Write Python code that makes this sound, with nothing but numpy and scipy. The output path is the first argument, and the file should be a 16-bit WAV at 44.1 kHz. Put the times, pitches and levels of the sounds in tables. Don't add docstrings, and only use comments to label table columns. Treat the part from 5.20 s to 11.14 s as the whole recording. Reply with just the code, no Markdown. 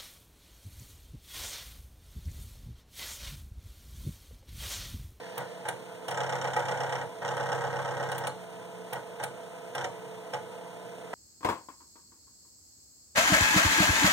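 import sys
import numpy as np
from scipy import signal
from scipy.fft import rfft, irfft, next_fast_len
from scipy.io import wavfile
from scipy.ndimage import map_coordinates

SR = 44100
rng = np.random.default_rng(int(sys.argv[2]) if len(sys.argv) > 2 else 0)


def materialize(psi):
    bounded = np.clip(np.atleast_2d(psi).T, -1, 1)
    quanta = np.round(bounded * 32767).astype(np.int16)
    wavfile.write(sys.argv[1], SR, quanta)


N = 261925

# frequency in Hz, time to fall 60 dB in s.
ROOM_T60 = [(150, 0.61), (800, 0.013), (4000, 0.45), (12000, 0.13)]
# frequency in Hz, gain in dB against the direct sound.
ROOM_GAIN = [(130, -20), (300, -5), (450, -9), (900, -14), (2000, -14), (2500, -23), (3000, -13),
             (4200, -11), (4950, -24), (5700, -11), (7000, -9), (13000, -12)]
# frequency in Hz, lead of the left port in radians.
PORT_LEAD = [(110, 1.5), (180, 1.3), (280, .6), (450, .7), (650, 1), (800, .55), (950, .25), (1250, .1),
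             (1700, .4), (2300, 0)]
# frequency in Hz, left level minus right level in dB.
PORT_BALANCE = [(170, .5), (330, -2), (490, -7), (700, -.8), (1200, 0), (2600, 0), (3000, -3), (3700, 0),
                (5100, 0), (5700, -2.5), (8300, -2.5), (10000, 0)]
# frequency in Hz, relative density in dB per Hz.
FAN_AIR = [(25, -14), (65, -75), (110, 0), (180, -2), (300, -5.5), (415, -5.5), (460, 7), (565, -2.5),
           (670, 8), (780, -6), (860, 1), (990, -0.5), (1150, -10.5), (1550, -7), (2200, -51), (5000, -99)]
# frequency in Hz, relative density in dB per Hz.
DISK_HISS = [(600, 1.5), (2000, 10), (3400, 7.5), (4600, -2), (7000, 1.5), (8700, 1.5), (11000, -4),
             (15500, -14)]
# frequency in Hz, mean rms level in dB at the source.
MOTOR_LINES = [(178.8, -56.5), (317, -67), (346, -67), (441.6, -53.5), (473.7, -55), (505.8, -55),
               (606, -71), (636, -68.5), (669.5, -54), (694, -59.5), (855.9, -63.5), (942.1, -62.5),
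               (1004, -62), (1283, -66)]
# time in seconds, rms level in dB before the flutter.
RUB_LEVEL = [(0, -51.5), (.22, -53.5), (.4, -60.5), (.6, -68), (5.94, -89)]
# frequency in Hz, relative density in dB per Hz.
JACKET_RUB = [(900, -34), (1600, 14.5), (1800, 22), (2000, 13.5), (4200, 7), (6000, 3), (12000, -53)]
# start in seconds, relative level in dB.
SPRING_SQUEAKS = [(3.097, -24)]
# start in seconds, number of steps, direction (+1 in, -1 out),
# relative knock level in dB, relative tick level in dB.
HEAD_MOVES = [(0.174, 2, 1, -35.5, -55), (0.452, 2, 1, -29.5, -46), (0.8826, 32, 1, -31, -42.5),
              (2.02, 36, -1, -30, -45), (3.726, 2, 1, -36, -52), (3.998, 2, 1, -31, -45),
              (4.549, 3, 1, -32.5, -42), (4.641, 1, 1, -30, -38.5), (5.134, 1, 1, -33, -43.5),
              (5.933, 1, 1, -28, -55)]
COIL_PULL_DB = [5.5, 3.14, -1.5, 1.2]
# time in seconds, extra knock in dB,
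# extra tick in dB.
UNEVEN_STEPS = [(0.883, -3.5, -1.5), (0.913, -1, -1), (0.943, -2.5, 3), (0.973, 3.5, 4), (1.063, 0.5, 2),
                (1.093, 2, 4), (1.123, 1, 1), (1.213, 1, 4.5), (1.243, 0.5, -1), (1.303, -2.5, 0),
                (1.333, -0.5, 3), (1.513, 1, 2), (1.543, 2.5, 0), (1.663, 2, 1), (1.813, 0, -3),
                (2.02, 2, -2), (2.05, 0.5, 3), (2.08, -2, 4), (2.26, 2.5, 3), (2.32, 2, 3.5),
                (2.44, 2, -1.5), (2.5, 0, -0.5), (2.53, 1.5, -4), (2.59, 3.5, -1), (2.8, 0.5, -3),
                (2.83, 2, 4), (2.98, -2, 0), (3.01, -1.5, -4), (4.549, -1.5, -3), (4.609, 3, 1.5)]
# delay inward in s, delay outward in s.
COIL_DELAY = [(0, -.00008), (-.00023, -.00016), (.00069, -.00005), (-.00044, .00029)]
# frequency in Hz, relative level in dB, 60 dB decay in s.
MOUNT_MODES = [(101, -12, .3), (134, 0, .28), (167, -14, .25), (234, -22, .22), (367, -18, .2)]
# start in seconds, relative level of the body in dB,
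# of the sizzle in dB, of the clack in the frame in dB.
HEAD_SNAPS = [(0.1787, -37.5, -38, -48), (0.4863, -31.5, -47, -37.5), (0.882, -40.5, -47, -59),
              (0.909, -41.5, -53, -63), (1.2445, -55, -59, -44), (1.365, -45, -55, -27.5),
              (1.396, -49, -60, -48), (2.1665, -46, -58, -35), (2.9166, -38, -51.5, -39),
              (2.9811, -38, -39.5, -38), (3.0709, -32, -48, -33.5), (3.7311, -38, -39, -42),
              (4.0372, -32, -44, -34.5), (4.551, -40, -49, -59), (4.6437, -47, -62, -33.5),
              (5.1382, -50, -60, -40)]
# frequency in Hz, relative density in dB per Hz.
SNAP_BODY = [(500, -33), (1500, 11), (3200, 12), (5000, 0.5), (7000, 0.5), (9500, 12), (11500, -0.5),
             (15500, -43)]
# frequency in Hz, relative density in dB per Hz.
SNAP_SIZZLE = [(9000, -39), (12000, -21), (13600, 0), (15500, -2)]
# tick delay in s, rebound delay in s,
# rebound level in dB against the tick.
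CARRIAGE_SEATING = [(.0015, 0.0085, -5), (-.001, .008, -1)]
# frequency in Hz, relative density in dB per Hz.
CARRIAGE_TICK = [(400, -30), (750, 21), (1100, 16.5), (1500, 23.5), (2300, 8), (3000, 23), (3800, 13.5),
                 (4600, -10), (5300, 16.5), (6600, 10.5), (7100, 12), (8000, 12), (9500, -1), (12000, -11),
                 (15500, -31)]
# frequency in Hz, relative level in dB, 60 dB decay in s,
# extra knock level in dB when the head moves outward.
FRAME_MODES = [(343.5, -14, 0.16, 0.5), (467, -12, 0.21, 1.5), (498.7, -7.5, 0.2, 1.5),
               (568, -6.5, 0.19, 2.5), (692, -16.5, 0.34, 4.5), (745.4, -1.5, 0.15, -1.5),
               (795, -7, 0.12, 1), (831, -6.5, 0.23, -3.5), (858, 2, 0.21, -4), (937.6, -4.5, 0.21, -2),
               (1078, -23, .11, 17), (1150, -17, 0.28, -1), (1287, -9.5, 0.17, 3.5), (1466, -10, 0.21, -1),
               (1494, -11, 0.063, 9), (1556, -11, 0.073, 3), (1592, -7, 0.17, -0.5),
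               (1860, -13.5, 0.097, 7.5), (1902, -4, .08, -11), (2284, -6.5, 0.1, -23)]
# frequency in Hz, relative density in dB per Hz.
CASE_RATTLE = [(30, -27), (75, -50), (105, -5), (220, -20.5), (300, -14), (400, -18), (470, -3), (900, 0),
               (1100, -5.5), (1600, -5), (2100, -7), (3000, -18), (4500, -24.5), (15000, -40)]
# frequency in Hz, time to fall 60 dB in s.
CASE_DECAY = [(200, 0.58), (600, 0.31), (1500, 0.21), (4000, 0.16), (12000, 0.24)]

COILS = len(COIL_PULL_DB)
STEP_IN_S, STEP_OUT_S = .029994, .02997


def amp(db):
    return 10 ** (np.asarray(db) / 20)


def unit(x, seconds=None):
    head = x if seconds is None else x[..., :int(seconds * SR)]
    return x / np.sqrt(np.mean(head ** 2, axis=-1, keepdims=True) + 1e-20)


def along(points, hz):
    f, v = np.transpose(points)
    return np.interp(np.log(hz + 1), np.log(f + 1), v)


def wobble(rate):
    knots = rng.standard_normal(int(N * rate / SR) + 4)
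    return map_coordinates(knots, [np.arange(N) * rate / SR])


def filtered(x, response):
    n = x.shape[-1]
    m = next_fast_len(n + 4096)
    return irfft(rfft(x, m) * response(np.fft.rfftfreq(m, 1 / SR)), m)[..., :n]


def noise(spectrum, shape):
    return unit(filtered(rng.standard_normal(shape), lambda hz: amp(along(spectrum, hz))))


def part_repeated(spectrum, kind, kinds, length, share):
    own = noise(spectrum, (kinds, length))[kind]
    fresh = noise(spectrum, (len(kind), length))
    return np.sqrt(share) * own + np.sqrt(1 - share) * fresh


def dying(x, t60s):
    hz, t, z = signal.stft(x, SR, nperseg=256)
    fade = amp(-60 * t / along(t60s, hz)[:, None])
    return signal.istft(z * fade, SR, nperseg=256)[1][..., :x.shape[-1]]


def placed(times, sounds):
    track = np.zeros(N + SR)
    for s, sound in zip(times, sounds):
        track[max(round(s * SR), 0):][:len(sound)] += sound
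    return track[:N]


def ports(x, lag_s=.0004):
    side = np.array([[1], [-1]])

    def response(hz):
        phase = along(PORT_LEAD, hz) - np.maximum(2 * np.pi * hz * lag_s - np.pi, 0)
        return amp(side * along(PORT_BALANCE, hz) / 2) * np.exp(.5j * side * phase)

    return filtered(x, response)


def room(x, gap_s=.002):
    tail = dying(rng.standard_normal((2, SR // 3)), ROOM_T60)
    tail = tail / np.linalg.norm(tail, axis=1, keepdims=True)
    tail = np.pad(tail, ((0, 0), (int(gap_s * SR), 0)))
    answer = signal.fftconvolve(x[None], tail, axes=1)[:, :N]
    return filtered(answer, lambda hz: amp(along(ROOM_GAIN, hz)))


def ambience(air_db=-54, hiss_db=-62):
    left, right = ports(noise(DISK_HISS, N))
    other_left, other_right = ports(noise(DISK_HISS, N))
    mid, side = (left + right) / 2, (other_left - other_right) / 2
    return amp(air_db) * noise(FAN_AIR, (2, N)) + amp(hiss_db) * np.array([mid + side, mid - side])


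def tube(db=-68, line_hz=15434):
    t = np.arange(N) / SR
    whine = np.sqrt(2) * np.sin(2 * np.pi * line_hz * t)
    port_gains = np.array([[.6], [-1.2]])
    return amp(db + 0.53 * wobble(1.7)) * whine * port_gains


def machine(air_db=-48.0, hiss_db=-54.0, motor_hz=32.2, flutter_db=1.12):
    t = np.arange(N) / SR
    hum = 0
    for hz, db in MOTOR_LINES:
        level = amp(db + 1.74 * wobble(4.4))
        drift = hz / 450 * (0.071 * wobble(4.43) + 0.82 * wobble(1.565))
        hum = hum + level * np.sqrt(2) * np.sin(2 * np.pi * (hz * t + rng.random()) + drift)
    turn_db = flutter_db * np.sin(2 * np.pi * motor_hz * t + wobble(1.77)) + 0.48 * wobble(25)
    rub = amp(np.interp(t, *np.transpose(RUB_LEVEL))) * noise(JACKET_RUB, N)
    air = amp(air_db) * noise(FAN_AIR, N)
    hiss = amp(hiss_db) * noise(DISK_HISS, N)
    return hum + amp(turn_db) * (air + hiss + rub)


def spring(ring_hz=4250, level_db=-4, t60=0.022, rise_s=0.0059, waver=.5):
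    s, db = np.transpose(SPRING_SQUEAKS)
    t = np.arange(SR // 6) / SR
    note = np.sin(2 * np.pi * ring_hz * t + waver * wobble(500)[:len(t)])
    fade = amp(db[:, None] + level_db - 60 * t / t60)
    return placed(s, fade * note * (1 - np.exp(-t / rise_s)))


def snaps(level_db=7.0, sizzle_db=7, t60=0.036, rise_s=0.0015, tail_db=-27, tail_t60=0.1, damping=0.86):
    s, db, top_db, frame_db = np.transpose(HEAD_SNAPS)
    t = np.arange(SR // 6) / SR
    shape = amp(-60 * t / t60) + amp(tail_db - 60 * t / tail_t60)
    body = amp(db + level_db)[:, None] * noise(SNAP_BODY, (len(s), len(t)))
    top = amp(top_db + sizzle_db)[:, None] * noise(SNAP_SIZZLE, (len(s), len(t)))
    ring = 0
    for hz, level, life, _ in FRAME_MODES:
        phase = 2 * np.pi * (hz * t + rng.random((len(s), 1)))
        ring = ring + amp(level - 60 * damping * t / life) * np.sin(phase)
    clack = amp(frame_db)[:, None] * unit(ring, 0.0049)
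    return placed(s - rise_s / 2, (shape * (body + top) + clack) * (1 - np.exp(-t / rise_s)))


def steps(out_uneven=0.5, scatter_db=.5):
    rows = []
    for start, count, way, knock_db, tick_db in HEAD_MOVES:
        if way > 0:
            period, knock_fade, tick_fade = STEP_IN_S, 0.24, 1.1
        else:
            period, knock_fade, tick_fade = STEP_OUT_S, 2.64, 1.2
        for t in period * np.arange(round(count)):
            rows.append((start + t, np.sign(way), knock_db - knock_fade * t, tick_db - tick_fade * t))
    s, way, knock_db, tick_db = np.transpose(rows)
    coil = (np.cumsum(way).astype(int) - 1) % COILS
    pull_db = np.array(COIL_PULL_DB)[coil] * np.where(way > 0, 1, out_uneven)
    pull_db = pull_db + scatter_db * rng.standard_normal(len(s))
    uneven = np.array(UNEVEN_STEPS)
    matches = abs(s[:, None] - uneven[:, 0]) < STEP_IN_S / 2
    extra_knock_db, extra_tick_db = (matches @ uneven[:, 1:]).T
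    return s, way, coil, knock_db + pull_db + extra_knock_db, tick_db + pull_db + extra_tick_db


def thumps(s, db, level_db=-40.3, follow=.45, rise_s=.007, cut_hz=92):
    t = np.arange(SR // 3) / SR
    swing = sum(amp(level - 60 * t / t60) * np.sin(2 * np.pi * hz * t) for hz, level, t60 in MOUNT_MODES)
    swing = swing * (1 - np.exp(-t / rise_s))
    strength = amp(level_db + follow * (db - db.mean()))
    rocking = placed(s, strength[:, None] * swing)
    return filtered(rocking, lambda hz: 1 - 1 / (1 + (hz / cut_hz) ** 10))


def ticks(s, way, coil, db, level_db=7, rise_s=0.0007, repeat_share=0.74, slack_s=.0006):
    t = np.arange(SR // 5) / SR
    delay, rebound_s, rebound_db = np.array(CARRIAGE_SEATING)[(way < 0).astype(int)].T
    shape = (amp(-60 * t / .025) + amp(-19 - 60 * t / .17)) * (1 - np.exp(-t / rise_s))

    def contact(times, contact_db):
        ring = part_repeated(CARRIAGE_TICK, coil, COILS, len(t), repeat_share)
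        return placed(times, amp(contact_db + level_db)[:, None] * shape * ring)

    rebound_times = s + rebound_s + slack_s * rng.uniform(-1, 1, len(s))
    return contact(s + delay, db) + contact(rebound_times, db + rebound_db)


def knocks(s, way, coil, db, lead_s=.004, rise_s=0.0063, modes_db=-5.5, case_db=-8.5, repeat_share=0.8):
    t = np.arange(SR // 4) / SR
    outward = way < 0
    kinds = 2 * COILS
    kind = coil + COILS * outward
    late = np.transpose(COIL_DELAY).ravel()[kind] + 0.00008 * rng.standard_normal(len(s))
    ring = 0
    for k, (hz, level, t60, outward_db) in enumerate(FRAME_MODES):
        by_coil = 1.2 * rng.standard_normal(kinds)[kind]
        by_step = 2.3 * rng.standard_normal(len(s))
        strength_db = level + outward_db * outward + by_coil + by_step
        mode = (-1) ** k * amp(-60 * t / t60) * np.sin(2 * np.pi * hz * t)
        ring = ring + amp(strength_db)[:, None] * mode
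    rattle = dying(part_repeated(CASE_RATTLE, kind, kinds, len(t), repeat_share), CASE_DECAY)
    knock = amp(modes_db) * unit(ring, STEP_IN_S) + amp(case_db) * unit(rattle, STEP_IN_S)
    return placed(s - lead_s + late, amp(db)[:, None] * knock * (1 - np.exp(-t / rise_s)))


def scene():
    s, way, coil, knock_db, tick_db = steps()
    head = snaps() + spring() + thumps(s, knock_db)
    head = head + ticks(s, way, coil, tick_db) + knocks(s, way, coil, knock_db)
    return room(head) + ambience() + tube() + ports(head + machine())


def record(dry, low_cut_hz=55, top_hz=15900):
    return filtered(dry, lambda hz: (hz < top_hz) * hz / np.hypot(hz, low_cut_hz))


dry = scene()
out = record(dry)
materialize(out)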